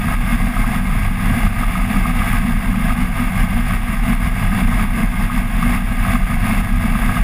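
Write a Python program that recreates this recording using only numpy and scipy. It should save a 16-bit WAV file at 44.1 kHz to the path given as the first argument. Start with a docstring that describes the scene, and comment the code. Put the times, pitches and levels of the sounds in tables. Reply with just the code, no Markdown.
"""Air rushes and booms in quick gusts through a small closed housing clamped on a microlight's wing.
Filtered noise makes the rush, howl and hiss in the shell, and the boom and rumble in the wing tube.
The mount throbs as two low swings beat together; it knocks as short bursts of ringing modes.
Engine and pusher propeller add faint, slightly wavering tones, and the blades flutter the air noise."""
import sys
import numpy as np
from scipy import signal
from scipy.fft import rfft, irfft, next_fast_len
from scipy.io import wavfile
from scipy.ndimage import uniform_filter1d

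SR = 44100
rng = np.random.default_rng(int(sys.argv[2]) if len(sys.argv) > 2 else 0)


def waveform_to_disk(signal):
    """Save audio, clipped to [-1, 1], as 16-bit WAV at the path in sys.argv[1]."""
    frames = np.transpose(np.atleast_2d(signal))
    scaled = np.clip(frames, -1, 1) * 32767
    samples = np.round(scaled).astype(np.int16)
    wavfile.write(sys.argv[1], SR, samples)


N = 318843
TIME = np.arange(N) / SR  # s
BINS = np.maximum(np.arange(N // 2 + 1) * SR / N, 1)  # Hz, kept above zero for the logarithm


def from_db(db):
    """Decibels to gain."""
    return 10 ** (np.asarray(db) / 20)


def rms_one(x):
    """Scale to rms 1."""
    return x / np.sqrt(np.mean(x ** 2) + 1e-20)


def drift(rate_hz, step_count=8):
    """Random wandering of rms 1, up to about rate_hz changes a second, drawn every step_count samples."""
    size = next_fast_len(N // step_count + 2)
    hz = np.arange(size // 2 + 1) * SR / (size * step_count)
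    spectrum = rfft(rng.standard_normal(size)) / (1 + (hz / rate_hz) ** 2)
    slow = rms_one(irfft(spectrum, size))
    return np.interp(np.arange(N) / step_count, np.arange(size), slow)


def turning(hz):
    """Phase of something that turns at the given speed, from a random starting angle."""
    turns = np.cumsum(hz * np.ones(N)) / SR
    return 2 * np.pi * (turns + rng.random())


def below(edge_hz, order=8):
    """Share of each frequency's power that lies under a soft edge."""
    return 1 / (1 + (BINS / edge_hz) ** (2 * order))


def response(modes, floor):
    """Power response of a body: steep resonances standing on a smooth floor."""
    floor_hz, floor_db = np.transpose(floor)
    power = from_db(np.interp(np.log(BINS), np.log(floor_hz), floor_db)) ** 2
    for centre_hz, width_hz, db in modes:
        detuning = 2 * (BINS - centre_hz) / width_hz
        power = power + (from_db(db) / (1 + detuning ** 2)) ** 2
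    return power


def turbulence(power, flutter_db, steady_s):
    """Fluttering air pressure heard through a body; its slow level is held near rms 1."""
    pressure = rng.standard_normal(N) * from_db(flutter_db)
    sound = irfft(rfft(pressure) * np.sqrt(power), N)
    size = max(int(steady_s * SR), 2)
    slow_power = uniform_filter1d(uniform_filter1d(sound ** 2, size), size)
    return sound / np.sqrt(slow_power + 1e-20)


def gusts():
    """Rise of rush, boom and rumble in dB: each gust swells, holds and drops away."""
    # gusts that hit the housing: start of hold_s, hold_s, rush_rise_db, boom_rise_db, rumble_rise_db
    gust_rows = [(0.034, 0.1, 3.5, 4, 2), (0.282, 0.057, 4.5, 6, 3), (0.438, 0.042, 3.5, 5, 4.5),
                 (0.584, 0.2, 3.5, 4.3, 2.3), (0.937, 0.12, 2.5, 2, 6.5), (1.26, 0.2, 4.7, 6.5, 5.5),
                 (1.63, 0.0, 5, 4, 6), (1.693, 0.15, 2.5, 1, 0), (1.915, 0.181, 4, 6.5, 1),
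                 (2.198, 0.18, 5.8, 3.5, 4), (2.417, 0.17, 1.3, 5, 0.5), (2.673, 0.13, 1.3, 4.5, 0.4),
                 (2.88, 0.041, 5, 7, 5.0), (3.026, 0, 3.5, 8.5, 1.3), (3.2, 0.084, 3.5, 5.5, 0),
                 (3.395, 0.041, 5.5, 5, 6.5), (3.572, 0.042, 2.5, 7.5, 4.7), (3.696, 0.049, 3.5, 1, 3.5),
                 (3.926, 0, 3.5, 6, 5), (4.071, 0.066, 4, 6.5, 4.5), (4.278, 0.0, 3.5, 3.5, 7.5),
                 (4.398, 0.063, 3, -0.5, 4), (4.535, 0.091, 4.1, 7, 1.8), (4.713, 0.12, 4, 7, 3.4),
                 (4.978, 0.064, 3.5, 8.5, 2), (5.238, 0.006, 4, 8.5, 1), (5.368, 0.016, 3.5, 6, -2),
                 (5.629, 0.13, 5.3, 8, 2.5), (6.046, 0.11, 5.4, 4.5, 4.5), (6.337, 0.0, 3.5, 3.5, 6.5),
                 (6.45, 0.15, 5.5, 6, 3.5), (6.76, 0.06, 0.3, 0.5, 5), (6.852, 0.11, 3, 5.5, 1),
                 (7.018, 0.16, 4.4, 4, 5)]
    attack_s, release_s = 0.074, 0.031
    rise_db = np.zeros((3, N))
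    for s, hold_s, *db in gust_rows:
        end_s = s + abs(hold_s)
        corners = [s - attack_s, s, end_s, end_s + release_s]
        rise_db += np.outer(db, np.interp(TIME, corners, [0, 1, 1, 0]))
    return rise_db


def beat_phase(lead_s=0):
    """Angle between the mount's two swings, lead_s ahead; at zero they add up."""
    # how fast the slower swing falls behind the faster: time_s, beat_rate_hz
    beat_curve = [(0.0, 5.03), (0.43, 3.87), (0.85, 7.09), (1.28, 5.34), (1.7, 5.66), (2.13, 5.25),
                  (2.55, 5.91), (2.98, 5.47), (3.4, 5.97), (3.83, 4.74), (4.25, 6.74), (4.68, 4.82),
                  (5.1, 5.3), (5.53, 5.47), (5.95, 5.0), (6.38, 5.56), (6.8, 5.77), (7.23, 5.84)]
    first_turns = .158
    s, rate_hz = np.transpose(beat_curve)
    rate_hz = np.interp(TIME, s, rate_hz)
    return 2 * np.pi * (first_turns + np.cumsum(rate_hz) / SR + rate_hz * lead_s)


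def propeller():
    """Phase of the blade passes: two blades per turn, at a speed that wanders slightly."""
    turn_hz = 36.25
    return turning(2 * turn_hz * (1 + .002 * drift(1)))


def engine(blade_phase, blade_db=-43, waver_db=1.0):
    """Low engine orders and the blade tone, carried by the airframe as sines."""
    # engine tones: multiple of crank speed, level_db (rms, before the waver)
    engine_orders = [(.25, -30), (.5, -28.5), (2, -38.5), (2.25, -31.5)]
    crank_hz = 83.2
    crank = turning(crank_hz * (1 + .0015 * drift(1)))
    tones = from_db(blade_db) * np.sin(blade_phase)
    for order, db in engine_orders:
        tones = tones + from_db(db + waver_db * drift(1)) * np.sin(order * crank)
    return np.sqrt(2) * tones  # a sine's rms to its peak


def shake(unrest_hz=1.55, unrest_db=2.26):
    """The mount's two uneven swings on the wing tube beat against each other: a deep throb."""
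    swing_hz = 34.7  # mean rate of the faster swing
    fast_db, slow_db = -20.5, -25  # rms, before the unrest
    fast_phase = turning(swing_hz + unrest_hz * drift(16))
    slow_phase = fast_phase - beat_phase()
    fast = from_db(fast_db + unrest_db * drift(16)) * np.sin(fast_phase)
    slow = from_db(slow_db + unrest_db * drift(16)) * np.sin(slow_phase)
    return np.sqrt(2) * (fast + slow)


def hard_knocks():
    """Timed heavy contacts in the mount."""
    # blows before the overall knock trim and mode levels: start_s, level_db
    blow_rows = [(0.0841, -15), (0.123, -18), (0.3202, -19), (0.5342, -20), (0.567, -15), (0.6424, -17),
                 (0.7521, -17), (0.8999, -19), (1.466, -18), (1.6326, -15), (1.6969, -20), (1.7539, -17),
                 (1.7993, -18), (1.9613, -14), (2.0546, -16), (2.096, -19), (2.2168, -16), (2.7401, -19),
                 (2.9032, -14), (4.5255, -18), (4.7241, -16), (4.7939, -14), (5.2993, -17), (5.626, -18),
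                 (6.0495, -16), (6.0831, -17), (6.1533, -15), (6.318, -17), (6.952, -15), (7.0922, -12),
                 (7.167, -15)]
    return blow_rows


def taps(rise_db):
    """Light blows at random moments, harder in gusts: rows of start_s, level_db before the knock trim."""
    taps_per_s, between_gusts_db, spread_db = 2.0, -27, 1.0
    happens = rng.random(N) < taps_per_s / SR
    level_db = between_gusts_db + rise_db + spread_db * rng.standard_normal(N)
    return np.column_stack([TIME[happens], level_db[happens]])


def knocks(blows, trim_db=-3.2, scatter_db=2.0):
    """Soft contacts in the mount: each mode swells for a few cycles and dies."""
    # what a knock rings with: pitch_hz, width_hz (wider dies sooner), level_db (relative)
    knock_modes = [(720, 120, -14), (1100, 140, -6), (1240, 130, 0), (1620, 200, -11)]
    out = np.zeros(N + SR)
    t = TIME[:SR // 20]
    hz, width_hz, mode_db = np.transpose(knock_modes)[:, :, None]
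    age = np.pi * width_hz * t
    swell = age * np.exp(1 - age)  # peaks at 1
    for s, db in blows:
        strength = from_db(db + trim_db + mode_db + scatter_db * rng.standard_normal(hz.shape))
        rings = strength * swell * np.sin(2 * np.pi * (hz * t + rng.random(hz.shape)))
        start = max(int(s * SR), 0)
        out[start:start + len(t)] += rings.sum(axis=0)
    return out[:N]


def buffeting(boom_rise_db, rumble_rise_db, boom_unrest_db=1.5, rumble_unrest_db=1.16):
    """Large eddies push on the wing tube and its clamp: noise through the frame's resonances."""
    # wing tube and clamp: pitch_hz, width_hz, level_db (relative)
    frame_modes = [(99.3, 24, 11.5), (140, 32, 4.5), (188, 20, 2.5), (213.3, 32, 4.5), (239.9, 18, 10.5)]
    # between those resonances: pitch_hz, density_db (relative, per Hz)
    frame_floor = [(20, -6), (44, 12.5), (60, 7.5), (80, -1.5), (130, -1), (200, 4), (260, -35), (290, -47),
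                   (330, -30), (450, -24), (900, -88)]
    boom_base_db, rumble_base_db = -27, -25  # between gusts
    pulse_db, lead_s = 1.0, 0.045  # the boom pulses with the beat, peaking ahead of the throb
    frame = response(frame_modes, frame_floor)
    low = below(169.5)
    rumble_db = rumble_base_db + rumble_rise_db + rumble_unrest_db * drift(12)
    boom_db = boom_base_db + boom_rise_db + boom_unrest_db * drift(17.6)
    boom_db = boom_db + pulse_db * np.cos(beat_phase(lead_s))
    rumble = from_db(rumble_db) * turbulence(frame * low, 0, steady_s=0.23)
    boom = from_db(boom_db) * turbulence(frame * (1 - low), 0, steady_s=0.12)
    return rumble + boom


def clamp_chatter(depth_db=3.0):
    """The loose clamp makes contact at a nearly steady rate: level pulses in dB for the howl."""
    chatter_hz = 30.4
    contact = np.maximum(np.sin(turning(chatter_hz + drift(4.3))), 0) ** 2
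    return depth_db * contact


def slipstream(blade_phase, rise_db, howl_follows=0.94, hiss_db=0.2, eddy_db=0.66, grain_db=1.1,
               chop_db=0.72, howl_flutter_db=1.06, rush_flutter_db=0.38, hiss_flutter_db=0.6):
    """Small eddies, chopped by the propeller, excite the shell: low howl, middle rush and high hiss."""
    # air and walls of the shell: pitch_hz, width_hz, level_db (relative)
    shell_modes = [(672, 50, -6.3), (742, 119, -7.8), (850, 54, -10.3), (988, 96, -13.6), (1081, 74, -7.2),
                   (1172, 147, -7.3), (1240, 102, -5.4), (1486, 24, -11.7), (1601, 187, -7.8),
                   (1668, 65, -9.1), (1868, 62, -11.6), (1928, 45, -11.8), (2084, 230, -9.6),
                   (2141, 27, -5.0), (2224, 82, -11.0), (2570, 256, -15.5), (2719, 314, -15.4),
                   (2903, 27, -15.9), (3174, 179, -24.9), (3450, 510, -20.7), (4610, 181, -30.1),
                   (4894, 305, -28.7), (5265, 203, -32.5), (7123, 723, -32.9), (8544, 703, -29.0),
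                   (9334, 400, -24.3), (9871, 501, -20.6), (10380, 206, -22.5), (10819, 267, -23.9),
                   (11245, 183, -30.2)]
    # narrow whistles at the shell's seams: pitch_hz, width_hz, level_db (relative)
    whistles = [(9095, 40, -28), (9857, 35, -21), (11760, 70, -25)]
    # between those resonances: pitch_hz, density_db (relative, per Hz)
    shell_floor = [(300, -11.5), (400, -21.5), (550, -16.5), (610, -25.5), (800, -14.5), (1400, -20),
                   (2300, -12), (3000, -43), (3900, -35), (5500, -35.5), (6000, -44.5), (6500, -36),
                   (9000, -48), (11600, -37.5)]
    rush_base_db, howl_base_db = -32.5, -32.5  # between gusts
    pulse_db, lead_s = 1.0, 0.061  # the air noise pulses with the beat, peaking ahead of the throb
    shell = response([*shell_modes, *whistles], shell_floor)
    shell = shell * (1 - below(300)) * below(14000, order=60)
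    low, high = below(1520), 1 - below(4080)
    gust_db = rise_db + pulse_db * np.cos(beat_phase(lead_s))
    flutter_db = eddy_db * drift(25) + grain_db * drift(440) + chop_db * np.sin(blade_phase)

    howl_flutter = flutter_db + clamp_chatter() + howl_flutter_db * drift(79)
    howl = turbulence(shell * low, howl_flutter, steady_s=0.099)
    rush_flutter = flutter_db + rush_flutter_db * drift(40)
    rush = turbulence(shell * (1 - low) * (1 - high), rush_flutter, steady_s=0.068)
    hiss_flutter = flutter_db + hiss_flutter_db * drift(60)
    hiss = turbulence(shell * high, hiss_flutter, steady_s=0.07)

    # the hiss is set against the rush by how much treble power the shell passes
    hiss_share = np.sqrt(np.sum(shell * high) / np.sum(shell * (1 - low))) * from_db(hiss_db)
    howl_gain = from_db(howl_base_db + howl_follows * gust_db)
    rush_gain = from_db(rush_base_db + gust_db)
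    return howl_gain * howl + rush_gain * (rush + hiss_share * hiss)


def scene():
    """Everything reaches the one microphone inside the shell, so both channels are equal."""
    blade_phase = propeller()
    rush_db, boom_db, rumble_db = gusts()
    sound = engine(blade_phase) + shake()
    sound = sound + knocks([*hard_knocks(), *taps(rush_db)])
    sound = sound + buffeting(boom_db, rumble_db)
    sound = sound + slipstream(blade_phase, rush_db)
    return np.array([sound, sound])


def record(dry, image_db=-2.5):
    """The recorder's low sample rate mirrors the treble upward as a fizz; the top is cut."""
    mirror_hz, cutoff_hz = 12000, 15300
    # conjugating turns each pitch f into -f; the shift by twice the mirror lands it at 2 * mirror - f
    shift = np.exp(4j * np.pi * mirror_hz * TIME)
    image = np.real(np.conj(signal.hilbert(dry)) * shift)
    fizz = irfft(rfft(image) * (BINS > mirror_hz), N)
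    return irfft(rfft(dry + from_db(image_db) * fizz) * (BINS < cutoff_hz), N)


dry = scene()
out = record(dry)
waveform_to_disk(out)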